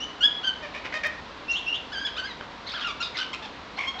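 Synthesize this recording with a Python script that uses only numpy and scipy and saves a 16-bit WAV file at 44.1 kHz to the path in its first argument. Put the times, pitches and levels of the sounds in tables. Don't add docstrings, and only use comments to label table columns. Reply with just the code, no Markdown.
import sys
import numpy as np
from scipy import signal
from scipy.fft import rfft, irfft
from scipy.io import wavfile

SR = 44100
rng = np.random.default_rng(int(sys.argv[2]) if len(sys.argv) > 2 else 0)


def digitize_waveform(pressure):
    field = np.atleast_2d(pressure).T
    bounded = np.clip(field, -1, 1)
    quanta = np.round(bounded * 32767).astype(np.int16)
    wavfile.write(sys.argv[1], SR, quanta)


N = 176400
T = np.arange(N) / SR


def from_db(db):
    return 10 ** (np.asarray(db) / 20)


def rms_one(x):
    return x / np.sqrt(np.mean(x ** 2) + 1e-20)


def at_hz(points, hz):
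    known_hz, db = np.transpose(points)
    return np.interp(np.log(np.maximum(hz, 1)), np.log(known_hz), db)


def coloured(x, spectrum):
    hz = np.arange(len(x) // 2 + 1) * SR / len(x)
    return irfft(rfft(x) * from_db(at_hz(spectrum, hz)), len(x))


def flutter(hz):
    smooth = signal.butter(2, min(hz, SR / 4), fs=SR, output="sos")
    return rms_one(signal.sosfilt(smooth, rng.standard_normal(N)))


def background():
    # (frequency [Hz], relative level [dB])
    hiss_spectrum = [(15, -34), (25, -8), (53, -6.5), (135, -8.5), (274, -2.5), (376, -7.5), (405, -6),
                     (457, -6), (745, -5.5), (842, -7.5), (975, -2), (1130, -5.5), (1800, -10),
                     (2790, -13.5), (3920, -13.5), (7220, -34), (8570, -50), (11100, -84), (18900, -120)]
    # (frequency [Hz], level [dB])
    hum_tones = [(56, -62), (73, -63.5)]
    hiss = from_db(-41.5) * rms_one(coloured(rng.standard_normal(N), hiss_spectrum))
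    hiss = signal.sosfilt(signal.butter(4, 33, "high", fs=SR, output="sos"), hiss)
    hum = sum(from_db(db) * np.sin(2 * np.pi * hz * T + flutter(3.4)) for hz, db in hum_tones)
    return hiss + np.sqrt(2) * hum


def voice_db(hz, pitch, throat):
    # (frequency [Hz], level [dB])
    voice_colour = [(500, 3), (3500, 4), (4200, -4.5), (5100, 0), (5900, -9), (6700, -12.5), (7400, -17),
                    (8200, -34.5), (9000, -53)]
    centre_hz, boost_db, slope_db = throat
    width_octaves = 0.25
    resonance = np.exp(-.5 * (np.log2(hz / centre_hz) / width_octaves) ** 2)
    tilt_db = slope_db * np.log2(np.maximum(hz / pitch, 1))
    return tilt_db + boost_db * resonance + at_hz(voice_colour, hz)


def hoarse_air(air, phase, pitch, throat):
    size = len(phase)
    hz = np.maximum(np.arange(size // 2 + 1) * SR / size, 1)
    puffs = air * (1 + np.cos(phase) / 2)
    gains = from_db(voice_db(hz, pitch, throat)) / np.sqrt(1 + (pitch / hz) ** 8)
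    return rms_one(irfft(rfft(puffs) * gains, size))


def sing(notes, flutter_hz, pitch_flutter, level_flutter, hoarse):
    fade_s, rasp_depth, blur_per_khz = .008, .3, .17
    out = np.zeros(N)
    harmonics = np.arange(1, 14)[:, None]
    pitch_wobble, level_wobble = flutter(flutter_hz), flutter(flutter_hz)
    air = rng.standard_normal(N)
    rasp = np.array([flutter(hz=350) for _ in harmonics])
    for throat, path in notes:
        times, *columns = np.transpose(path)
        span = np.flatnonzero((T > times[0] - fade_s) & (T < times[-1] + fade_s))
        t = T[span]
        pitch, db, rough = (np.interp(t, times, column) for column in columns)
        ramp = np.clip(np.minimum(t - times[0], times[-1] - t) / fade_s + 1, 0, 1)
        fade = np.sin(np.pi / 2 * ramp) ** 2
        phase = 2 * np.pi * np.cumsum(pitch * (1 + pitch_flutter * rough * pitch_wobble[span])) / SR
        hz = harmonics * pitch
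        gains = from_db(voice_db(hz, pitch, throat)) * (hz < SR / 4)
        gains = gains / np.sqrt(np.sum(gains ** 2, axis=0) / 2)
        above_khz = np.maximum(hz - throat[0], 0) / 1000
        waver = 1 + (rasp_depth * rough + blur_per_khz * above_khz) * rasp[:, span]
        tone = np.sum(gains * np.sin(harmonics * phase) * waver, axis=0)
        breath = hoarse_air(air[span], phase, pitch.mean(), throat)
        breath_share = np.clip(hoarse * rough ** 2, 0, .9)
        voice = np.sqrt(1 - breath_share) * tone + np.sqrt(breath_share) * breath
        out[span] += voice * (1 + level_flutter * rough * level_wobble[span]) * from_db(db) * fade
    return out


def whistles():
    notes = [ ((3000, 8.4, 7), [(.007, 2828, -34.5, 0.22), (.024, 2984, -34, 0.18),
             (.043, 3025, -29.5, 0.19)]), ((2850, 10, -1.5), [(.212, 1436, -27.5, 0.08),
             (.22, 1450, -25, 0)]), ((3300, 16.8, -3), [(.227, 1552, -24, 0.3), (.241, 1665, -14.5, 0),
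             (.26, 1690, -13.5, 0), (.268, 1655, -25, .2), (.281, 1656, -24.5, 0.06)]), ((3340, 10.8, -3.5),
             [(.436, 1435, -35.5, 0.17), (.447, 1602, -25.5, 0.25), (.466, 1567, -28.5, 0.18),
             (.477, 1559, -20, 0.01), (.498, 1474, -32, 0.01)]), ((2760, 19.3, 3.5),
             [(1.487, 2685, -33, 0.12), (1.501, 2770, -25, 0.1), (1.521, 2740, -23.5, 0.05),
             (1.532, 2725, -33, 0.1), (1.543, 2717, -25.5, 0), (1.554, 2773, -25.5, 0.14),
             (1.564, 3230, -27.5, 0.5), (1.578, 3450, -32.5, 0.36), (1.592, 3480, -39, 0.8)]),
             ((4600, 5.3, -9), [(1.501, 4850, -50, 0.26), (1.518, 6030, -38, 0.3),
             (1.527, 7020, -51.5, .2)]), ((3300, 4.2, -10.5), [(1.534, 4250, -44, 0.4),
             (1.538, 4000, -39.5, 0.4)]), ((2920, 19.7, 2.5), [(1.668, 2670, -32.5, 0.14),
             (1.686, 2733, -23.5, 0.14), (1.696, 2882, -29, 0.1), (1.721, 2730, -40.5, 0.09),
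             (1.729, 2760, -22, 0.03), (1.738, 3006, -33.5, 0.24), (1.752, 3250, -28, 0.74),
             (1.768, 3430, -35.5, 0.64)]), ((4240, 5.8, -4.8), [(1.924, 1466, -37.5, 0.4),
             (1.932, 1720, -34.5, 0.2), (1.96, 1574, -33.5, 0.2), (1.985, 1555, -29, 0.1),
             (2.003, 1663, -39, 0.25), (2.028, 1592, -32.5, 0.04), (2.043, 1645, -42, 0)]), ((3400, 9, -2),
             [(2.053, 1690, -27, 0.03), (2.066, 1706, -27.5, 0.1), (2.072, 1606, -28, 0.9),
             (2.08, 1608, -34, 0.7), (2.087, 1527, -35.5, 0.3)]), ((3500, 10, -2.5),
             [(2.169, 1195, -33, 0.33), (2.184, 1540, -30.5, .3), (2.204, 1462, -34.5, 0.42)]),
             ((4600, 8.7, -6), [(2.2, 1536, -31, 0.17), (2.224, 1480, -46, 0.2), (2.245, 1544, -32.5, 0.18),
             (2.264, 1650, -33.5, 0.2)]), ((3500, 17, -4), [(2.274, 2100, -40.5, 0.17),
             (2.297, 2018, -44.5, 0.2), (2.316, 1923, -37, 0.2)]), ]
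    return sing(notes, flutter_hz=227, pitch_flutter=0.068, level_flutter=0.4, hoarse=0.23)


def yard(sound):
    # (delay [s], level [dB])
    walls = [(0.0151, -8.5), (0.025, -24), (0.039, -20), (0.057, -20.5), (.076, -23), (0.092, -22.5),
             (0.124, -26.5)]
    # (frequency [Hz], level [dB])
    tail_colour = [(500, 6.5), (1600, 2), (3200, 1), (5000, -1.5), (8000, -1)]
    decay_s, rise_s = 0.47, 0.011
    age = T[:SR]
    tail = rng.standard_normal(SR) * from_db(-60 * age / decay_s) * np.minimum(age / rise_s, 1)
    tail = coloured(tail / np.sqrt(np.sum(tail ** 2)), tail_colour)
    echoes = sum(from_db(db) * np.interp(T - delay, T, sound, left=0) for delay, db in walls)
    return echoes + from_db(-7.5) * signal.fftconvolve(sound, tail)[:N]


def croaks():
    notes = [ ((2080, 11, -3), [(.63, 624, -37.5, 0.16), (.64, 622, -35.5, 0.17), (.668, 554, -44, 0.29)]),
             ((2130, 12, -3), [(.745, 553.3, -40, 0.77), (.757, 605, -37, 0.67), (.785, 619, -40.5, 0.35)]),
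             ((2200, 8.9, -2.2), [(.846, 546.6, -41, 0.97), (.856, 526, -32, 1), (.872, 491, -43.5, 0.95)]),
             ((2030, 13.2, -2), [(.925, 558, -36.5, 0.97), (.945, 606, -31, .8), (.955, 618, -29.5, 0.1),
             (.975, 613.6, -32, 0.17)]), ((1986, 16.7, -1.5), [(1.038, 556, -27, 0.75),
             (1.047, 593.4, -28, 0.58), (1.055, 616, -27, .15), (1.067, 616, -23, .15)]), ]
    return sing(notes, flutter_hz=148, pitch_flutter=.09, level_flutter=0.34, hoarse=0.51)


def click():
    start_s, decay_s = 1.0712, .00015
    age = T - T[np.searchsorted(T, start_s)]
    return from_db(-22.5) * (age >= 0) * np.exp(-np.abs(age) / decay_s)


def tap():
    # (time [s], level [dB])
    knocks = [(2.4104, -25)]
    # (frequency [Hz], relative level [dB], time to fade by 60 dB [s])
    tones = [(620, -4, 0.019), (1070, -4.5, .014), (1520, 8.5, 0.009), (2300, 3, 0.0034), (3100, 3, .01)]
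    out = np.zeros(N)
    for start_s, db in knocks:
        age = np.maximum(T - start_s, 0)
        for hz, tone_db, ring_s in tones:
            level = from_db(db + tone_db - 60 * np.minimum(age / ring_s, 2))
            out += level * np.sin(2 * np.pi * hz * age) / 2
    return signal.sosfilt(signal.butter(4, 3200, fs=SR, output="sos"), out)


def chatter():
    notes = [ ((4060, 16.4, -1.1), [(2.669, 1930, -39.5, 0.49), (2.677, 2012, -33, 0.57),
             (2.684, 2540, -37, 0.48), (2.693, 1850, -37.5, 0.7), (2.711, 1770, -40.5, 0.62),
             (2.728, 2470, -41, 1)]), ((3940, 12.7, -7.5), [(2.738, 1293, -35.5, 0.75),
             (2.752, 1790, -34, 0.43), (2.768, 1602, -33, 0.58), (2.792, 1220, -37.5, 0.73),
             (2.812, 1342, -35, 0.74)]), ((3100, 7.9, -3.5), [(2.816, 1607, -33, 0.24),
             (2.828, 1588, -32, 0.73), (2.84, 1596, -39.5, 1)]), ((2600, 9.6, -6), [(2.849, 1400, -24, 0.2),
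             (2.859, 1416, -34, .1), (2.872, 1294, -35.5, 0.31)]), ((3800, 4.2, -3),
             [(2.873, 1294, -32.5, 0.19), (2.892, 1194, -36.5, 0.39), (2.912, 1131, -33.5, 0.36)]),
             ((4000, 4, -1), [(3.007, 1373, -31, 0.29), (3.016, 1440, -26.5, 0.077),
             (3.025, 1334, -34, 0.81)]), ((4070, 18.5, 3), [(3.024, 1293, -31.5, .6),
             (3.034, 1276, -29, 0.45), (3.041, 1280, -31, 0.38), (3.049, 1234, -36.5, 0.34),
             (3.062, 1210, -36, 0.52), (3.08, 1180, -40, 0.4)]), ((3200, 9.6, -5),
             [(3.146, 2240, -41, 0.24), (3.156, 2067, -36, .3), (3.17, 1890, -37, 0.94)]),
             ((4300, 13.3, -1), [(3.175, 1238, -25.5, 0.96), (3.183, 1317, -38, 0.8),
             (3.201, 1282, -32, .8)]), ((3600, 6.4, -3.5), [(3.188, 1445, -32.5, 0.42),
             (3.203, 1557, -34.5, 0.2), (3.214, 1552, -29, 0.17), (3.231, 1503, -31, .5)]),
             ((3300, 2.8, -10), [(3.218, 2950, -31.5, 0.24), (3.223, 2630, -42.5, .2),
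             (3.229, 2360, -43.5, .2)]), ((2700, 7.1, -0.5), [(3.335, 1042, -30.5, 0.26),
             (3.346, 1330, -32.5, 0.52)]), ((3600, 4.6, -1.8), [(3.427, 850, -42, 0.62),
             (3.446, 901, -41, 0.34), (3.46, 832, -38, 0.54)]), ((4300, 3, -5.5), [(3.766, 4080, -48, 0.18),
             (3.773, 4350, -40.5, .2)]), ((2300, 6.4, -5), [(3.779, 722, -35, 0.4),
             (3.786, 866, -36.5, .3)]), ((2360, 13.5, -3), [(3.789, 994, -29, 0.28),
             (3.792, 1120, -23.5, .1), (3.798, 1139, -32, 0.28), (3.826, 1099, -32.5, 0.66),
             (3.845, 1071, -35, .65), (3.866, 1062, -37, 0.59)]), ((3070, 11.2, -2),
             [(3.875, 1052, -31.5, .12), (3.883, 1082, -26, .08), (3.893, 1094, -29, .08)]),
             ((2400, 1.8, -12), [(3.953, 748, -42.5, 0.16), (3.982, 745, -41.5, 0.18),
             (3.998, 930, -41, 0.18)]), ((3500, 17, -1.1), [(3.993, 1207, -40, 0.87),
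             (4.0, 1252, -27.5, 1)]), ]
    return sing(notes, flutter_hz=133, pitch_flutter=0.089, level_flutter=.35, hoarse=0.46)


def scene():
    near = whistles() + croaks() + tap() + chatter()
    treble_cut = signal.ellip(10, .1, 70, 8700, fs=SR, output="sos")
    outdoors = signal.sosfilt(treble_cut, near + yard(near) + background())
    return (outdoors + click())[None]


def record(dry):
    return signal.sosfilt(signal.ellip(10, .1, 70, 15800, fs=SR, output="sos"), dry)


dry = scene()
out = record(dry)
digitize_waveform(out)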